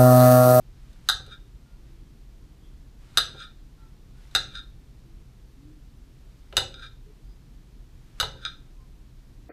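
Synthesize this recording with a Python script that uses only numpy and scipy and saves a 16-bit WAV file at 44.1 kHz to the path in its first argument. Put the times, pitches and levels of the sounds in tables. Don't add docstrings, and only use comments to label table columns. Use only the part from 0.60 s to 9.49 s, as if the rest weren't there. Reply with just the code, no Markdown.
import sys
import numpy as np
from scipy import signal
from scipy.fft import rfft, irfft, next_fast_len
from scipy.io import wavfile

SR = 44100
rng = np.random.default_rng(int(sys.argv[2]) if len(sys.argv) > 2 else 0)


def nominal_scale(level):
    x = np.asarray(level, float) / 20
    return 10 ** x


def store_wav(level_fs):
    pcm = np.round(np.clip(np.atleast_2d(level_fs), -1, 1) * 32767)
    wavfile.write(sys.argv[1], SR, pcm.T.astype(np.int16))


N = 392049

# (frequency [Hz], level [dB rms])
HUM = [(33, -51.5), (59.5, -61), (120, -58)]
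# (frequency [Hz], level [dB per Hz])
RUMBLE = [(12, -31.5), (20, -2.5), (45, 0), (62, -8.5), (80, -11.5), (100, -17.5), (125, -10.5),
          (185, -19.5), (290, -22.5), (370, -27.5), (450, -31), (700, -43.5), (1000, -73.5)]
# (frequency [Hz], level [dB per Hz])
HISS = [(300, -12), (700, 0), (1500, -4), (2500, -6), (4000, -6), (6000, -9.5), (10000, -15), (14500, -16),
        (16000, -33)]
# (start [s], length [s], from [Hz], to [Hz], level [dB])
CREAKS = [(1.025, 0.16, 1414, 1410, -70), (1.176, 0.38, 340, 333, -61.5), (1.812, .14, 305, 298, -58),
          (1.98, 0.2, 3360, 3220, -73), (2.0, 0.16, 3500, 3460, -75), (3.167, .15, 843, 876, -71),
          (3.153, 0.16, 1370, 1337, -65.5), (3.55, 0.072, 1460, 1475, -68), (4.424, .24, 328, 333, -63.5),
          (4.955, 0.25, 246, 307, -51), (6.454, 0.073, 420, 420, -56.5), (6.632, .13, 4880, 4920, -72.5),
          (7.965, 0.07, 285, 287, -58), (8.162, .11, 1060, 1052, -65)]
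# (frequency [Hz], time to fall 60 dB [s])
ROOM = [(200, 0.98), (800, 0.25), (1500, 0.29), (4000, 0.32), (8000, .25), (14000, 0.096)]
# (middle [s], length [s], level [dB])
SLICES = [(0.31, 0.56, -74), (1.29, 0.32, -77), (2.044, 0.23, -81), (2.476, .22, -71), (3.26, 0.32, -80),
          (3.63, 0.22, -70), (5.786, 0.81, -79), (7.47, 0.36, -76.5)]
# (frequency [Hz], level [dB])
FLESH_COLOUR = [(300, -2.5), (1200, 5.0), (4000, -0.5), (9000, -8), (15000, -19.0)]
# (time [s], knock [dB], low thump [dB])
ROCKING = [(0.547, -42.5, -42), (0.598, -42, -43), (.67, -44, -55), (2.639, -56, -61), (2.691, -44, -49),
           (2.744, -40, -51), (3.8, -45, -51), (3.85, -61, -51), (3.928, -51, -49), (5.929, -36, -59),
           (5.98, -40, -36), (6.013, -31, -42), (6.051, -65, -48.5), (6.099, -48, -56),
           (7.628, -27.5, -37.5), (7.66, -47, -64), (7.701, -53, -56), (7.75, -42, -50)]
# (frequency [Hz], level [dB], time to fall 60 dB [s])
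TABLE_TOP = [(340, -4, 0.017), (420, 1, 0.021), (471, -4, 0.026), (540, -8.5, 0.056), (695, -2.5, 0.016),
             (754, -1, 0.03785), (781.3, -1.5, 0.036), (995, -3, 0.025)]
# (frequency [Hz], level [dB], time to fall 60 dB [s])
TABLE_FRAME = [(62.2, 2.5, 0.14), (85.96, 2, .15), (124.4, 7, 0.067)]
# (edge bites [s], hold [s], level [dB], extra low ring [dB])
DRAGS = [(0.721, .018, -35.5, 5), (2.563, .008, -51, 7), (2.803, 0.045, -30, 2.5), (3.954, 0.039, -31, 2),
         (6.229, 0.035, -33, 4.5), (7.829, 0.025, -38, 5.5)]
# (time [s], level [dB], extra low ring [dB])
SNAGS = [(3.953, -37, -3), (6.141, -41, -4), (6.195, -47, 1), (7.851, -25, -2), (7.862, -35, 8)]
# (frequency [Hz], level [dB], time to fall 60 dB [s])
GLAZE = [(1287, -9, 0.078), (1390, -5.5, 0.085), (1570, 0, 0.033), (1606, -4.5, 0.053), (1741, -12, 0.028),
         (2391, -11.5, 0.05), (3350, -15, 0.09), (3520, -9.5, 0.0783), (3701, 0, 0.055), (3760, -6, .08),
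         (3800, -4.5, 0.064), (4124, -10, 0.055), (4880, -11, .04), (5020, -14, 0.039), (5600, -22, 0.04),
         (6400, -13, 0.021), (8270, -21.5, 0.031), (10290, -29.5, .03)]
# (time [s], peak [dB], flatness of landing [dB], sharpness [dB], loss at rebound [dB])
CUTS = [
    (.488, -7, -17.5, 3.5, 5),
    (2.573, -5, -10, 2, 5.5),
    (3.750, -8.5, -0.5, -3, 4),
    (5.968, -9.5, 7, 3.5, 4.5),
    (7.6, -13.5, 5, 1, 3),
]
# (time [s], peak [dB], low [dB], middle [dB], sharpness [dB])
TOUCHES = [(0.33, -57, -2.5, -4, 7), (.664, -44, -7, 0.5, 0), (2.545, -58, 2, 3, 7.5),
           (2.61, -35, -6.5, 2, -2), (3.711, -51, 1, 1, 6), (5.926, -48, 12, 24, 2.5),
           (7.628, -33, 14, 24, -9), (7.641, -25, -21, 0, -23)]
# (frequency [Hz], level [dB], time to fall 60 dB [s])
CRACK = [(1450, 0, 0.018), (2954, -10, .015), (4145, 3.5, 0.0042), (4940, -20.5, 0.011), (6464, -6, 0.0048),
         (7760, -8.5, 0.006), (9100, -26, 0.002), (9600, -10, 0.0063), (12100, -16, 0.0042),
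         (12400, -20, 0.016), (15100, -26, .005)]
PLATE_HZ = [755, 1120, 1291, 1367, 1470, 1562, 1640, 1776, 2008, 2370, 2797, 2937, 3370, 3525, 3680, 3785,
            3905, 4052, 4189, 4600, 4893, 5615, 6132, 6224, 7273, 7950, 9050, 10140, 11350, 12300]
# (level [dB], time to fall 60 dB [s])
PLATE_RING = [(-16, 0.062), (-34, .04), (-9, 0.16), (-4, 0.085), (-3.5, 0.14), (-4.5, 0.11), (-4.5, 0.052),
              (-13, 0.085), (-17.5, 0.22), (-26.5, .12), (-22, .08), (-24, 0.045), (-11, 0.085),
              (-20.5, 0.12), (3.5, 0.043), (-8, 0.13), (-6, 0.11), (-1, 0.0844), (-11, 0.092), (-20, 0.28),
              (-12, 0.12), (-19.5, 0.056), (-14, .12), (-16, 0.11), (-29, 0.1), (-15.5, 0.072),
              (-31, 0.065), (-20, 0.082), (-28, 0.083), (-21, 0.078)]


def rms_one(x):
    return x / np.sqrt(np.mean(x ** 2) + 1e-20)


def at_hz(points, hz):
    points = np.array(points)
    return np.interp(np.log(hz), np.log(points[:, 0]), points[:, 1])


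def filtered(x, order, hz, kind="low"):
    return signal.sosfilt(signal.butter(order, hz, kind, fs=SR, output="sos"), x)


def drift(rate):
    step = 40
    r = np.exp(-2 * np.pi * rate * step / SR)
    noise = rng.standard_normal(N // step + 2002)
    slow = rms_one(signal.lfilter([1], [1, -2 * r, r * r], noise)[2000:])
    return np.interp(np.arange(N) / step, np.arange(len(slow)), slow)


def ring(clicks, hz, t60):
    r, w = nominal_scale(-60 / (t60 * SR)), 2 * np.pi * hz / SR
    return signal.lfilter([0, np.sin(w)], [1, -2 * r * np.cos(w), r * r], clicks + 1e-18)


def fade_after(clicks, t60):
    return signal.lfilter([1], [1, -nominal_scale(-60 / (t60 * SR))], clicks + 1e-18)


def coloured(x, spectrum):
    size = next_fast_len(len(x))
    hz = np.maximum(np.arange(size // 2 + 1) * SR / size, 1)
    return irfft(rfft(x, size) * nominal_scale(at_hz(spectrum, hz)), size)[:len(x)]


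def clicks_at(seconds, heights):
    out = np.zeros(N)
    out[np.round(seconds * SR).astype(int)] = heights
    return out


def background():
    rumble = nominal_scale(-47.5) * rms_one(coloured(rng.standard_normal(N), RUMBLE))
    hiss = nominal_scale(-67) * rms_one(coloured(rng.standard_normal(N), HISS))
    t = np.arange(N) / SR
    hum = sum(nominal_scale(db - 1.0 + 0.64 * drift(4)) * np.sin(2 * np.pi * hz * t) for hz, db in HUM)
    return rumble + hiss + hum


def creaks():
    waver_db, wobble = 3 * drift(30), 0.0053 * drift(20)
    glide_turn = 2.2
    out = np.zeros(N)
    for start, length, from_hz, to_hz, level_db in CREAKS:
        first, n = int(start * SR), int(length * SR)
        now = slice(first, first + n)
        glide = np.sin(np.linspace(0, glide_turn, n))
        hz = (from_hz + (to_hz - from_hz) * glide) * (1 + wobble[now])
        swell = np.sqrt(np.hanning(n)) * nominal_scale(level_db + waver_db[now])
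        out[now] += swell * np.sin(2 * np.pi * np.cumsum(hz) / SR)
    return out


def room(x):
    t = np.arange(SR // 2) / SR
    edges = 100 * 2 ** np.arange(0, 7.4, .5)
    tail = np.zeros(len(t))
    for low, high in zip(edges, edges[1:]):
        band = filtered(rng.standard_normal(len(t)), 2, [low, high], "band")
        tail += band * nominal_scale(-60 * t / at_hz(ROOM, np.sqrt(low * high)))
    tail *= np.clip((t - .003) / 0.006, 0, 1)
    return signal.fftconvolve(x, tail / np.sqrt(np.sum(tail ** 2)))[:N]


def slicing():
    push_s, push_db, push_rise_db = .06, -61, 26.5
    t, strength = np.arange(N) / SR, np.zeros(N)
    for middle, length, db in SLICES:
        strength += nominal_scale(db) * np.cos(np.pi * np.clip((t - middle) / length, -.5, .5))
    for s, *_ in CUTS:
        times = [s - 2 * push_s, s - push_s, s]
        strength += nominal_scale(np.interp(t, times, [-99, push_db - push_rise_db, push_db], -200, -200))
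    return strength


def flesh():
    ticks = nominal_scale(3.0 * np.minimum(rng.exponential(1, N), 4)) * rng.standard_normal(N)
    return nominal_scale(5.5) * slicing() * rms_one(coloured(ticks, FLESH_COLOUR))


def knocks():
    delay_s, knock_db, thump_db = 0.0025, -22.5, -35.5
    from_cuts = [(s + delay_s, db + knock_db + flat, db + thump_db + .4 * flat) for s, db, flat, _, _ in CUTS]
    return from_cuts + ROCKING


def table():
    s, knock_db, thump_db = np.transpose(knocks())
    hard_db = -29.5
    upper_db = knock_db + 0.69 * np.minimum(knock_db - hard_db, 0)
    grain = rng.standard_normal(N)
    rattle = grain * fade_after(clicks_at(s, nominal_scale(knock_db - 20)), .07)
    upper = grain * fade_after(clicks_at(s, nominal_scale(upper_db - 20)), .07)
    top = np.zeros(N)
    for k, (hz, db, t60) in enumerate(TABLE_TOP):
        top += (-1) ** k * nominal_scale(db) * ring(rattle if hz < 600 else upper, hz, t60)
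    top = filtered(top, 2, [270, 1200], "band")
    push = filtered(clicks_at(s, nominal_scale(thump_db)) + 1e-18, 2, 150)
    return top + sum(nominal_scale(db) * ring(push, hz, t60) for hz, db, t60 in TABLE_FRAME)


def dragging(low):
    creep_s, bite_s, lift_s, trail_s = 0.13, 0.029, 0.015, .05
    shape_db = [-19, -11.5, 0, -4, -28.5, -35.5]
    t, strength = np.arange(N) / SR, np.zeros(N)
    for s, hold, db, low_db in DRAGS:
        times = [-creep_s, -bite_s, 0, hold, hold + lift_s, hold + lift_s + trail_s]
        strength += nominal_scale(db + low * low_db + np.interp(t - s, times, shape_db, -200, -200))
    return strength


def snags(low):
    s, db, low_db = np.transpose(SNAGS)
    return filtered(clicks_at(s, nominal_scale(db + low * low_db)) + 1e-18, 2, 9600)


def drag():
    sizes = nominal_scale(2.5 * np.minimum(rng.exponential(1, N), 4)) * rng.choice([-1, 1], N)
    ticks_per_s = 6000
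    grit = nominal_scale(-34) * rms_one(sizes * (rng.random(N) < ticks_per_s / SR))
    rub = [grit * dragging(low) for low in (False, True)]
    catch = [snags(low) for low in (False, True)]
    rings = np.zeros(N)
    for k, (hz, db, t60) in enumerate(GLAZE):
        low = hz < 1900
        choked = nominal_scale(0.5) * ring(catch[low], hz, 0.17 * t60)
        rings += (-1) ** k * nominal_scale(db) * (ring(rub[low] + catch[low], hz, t60) + choked)
    rasp = nominal_scale(11) * filtered(rub[0], 2, [1800, 7000], "band")
    return rings + rasp


def blows():
    rebound_s = .0092
    strikes, rebounds = [], []
    for s, db, flat, sharp, loss_db in CUTS:
        strikes.append((s, db, -2, flat, 4.5 + 0.15 * flat, sharp))
        rebounds.append((s + rebound_s, db - loss_db, 1.5, -2.5 + .4 * flat, -2.2, -1 + sharp))
    touches = [(s, db, low, middle, 0.29 * sharp, sharp) for s, db, low, middle, sharp in TOUCHES]
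    return strikes + rebounds + touches


def blow_levels(hz):
    points = np.log([1150, 1250, 1800, 2300, 3000, 3400, 4300, 4800, 6500, 9000])
    levels = []
    for _, peak, low, middle, upper, top in blows():
        bass = low + .3 * middle
        colour = [bass, low, low, middle, middle, 0, 0, upper, upper, top]
        levels.append(peak + np.interp(np.log(hz), points, colour))
    return np.array(levels)


def crack():
    s, chatter = np.array(blows())[:, 0], rng.standard_normal(N)
    out = np.zeros(N)
    for hz, db, t60 in CRACK:
        clicks = clicks_at(s, nominal_scale(blow_levels(hz) + db - 18.5))
        out += ring(chatter * fade_after(clicks, 0.01532), hz, t60)
    return out


def plate():
    hits = blows()
    spread, detune, detune_twin = rng.standard_normal((3, len(hits), len(PLATE_RING)))
    out, t = np.zeros(N), np.arange(SR // 4) / SR
    pressed = (0.23 + 2.14 * np.exp(-t / 0.015)) * (1 - np.exp(-t / 0.0012))
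    for k, (hz, (level_db, t60)) in enumerate(zip(PLATE_HZ, PLATE_RING)):
        side = np.sign(np.sin(hz / 640))
        heights = side * nominal_scale(blow_levels(hz) + level_db - 16.5 + 0.98 * spread[:, k])
        envelope = pressed * nominal_scale(-60 * t / min(t60, .25))
        for hit, height, one, other in zip(hits, heights, detune[:, k], detune_twin[:, k]):
            first = round(hit[0] * SR)
            main = np.sin(2 * np.pi * (hz + 5 * one) * t)
            twin = .6 * np.sin(2 * np.pi * (hz + (14 + hz / 300) * other) * t)
            out[first:first + len(t)] += height * envelope * (main + twin)
    return out


def scene():
    struck = filtered(plate() + crack() + drag(), 2, 550, "high")
    struck = filtered(struck, 1, [840, 1230], "stop")
    near = filtered(struck + table(), 4, 13200) + flesh()
    return (near + nominal_scale(-10) * room(near) + creaks() + background())[None]


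def band_limit(x):
    return signal.sosfilt(signal.butter(12, 16500, fs=SR, output="sos"), x)


def record(dry):
    rounded = .7 * np.tanh(dry / .7)
    cut = signal.sosfilt(signal.cheby2(10, 60, 16600, fs=SR, output="sos"), rounded)
    return band_limit(cut)


dry = scene()
out = record(dry)
store_wav(out)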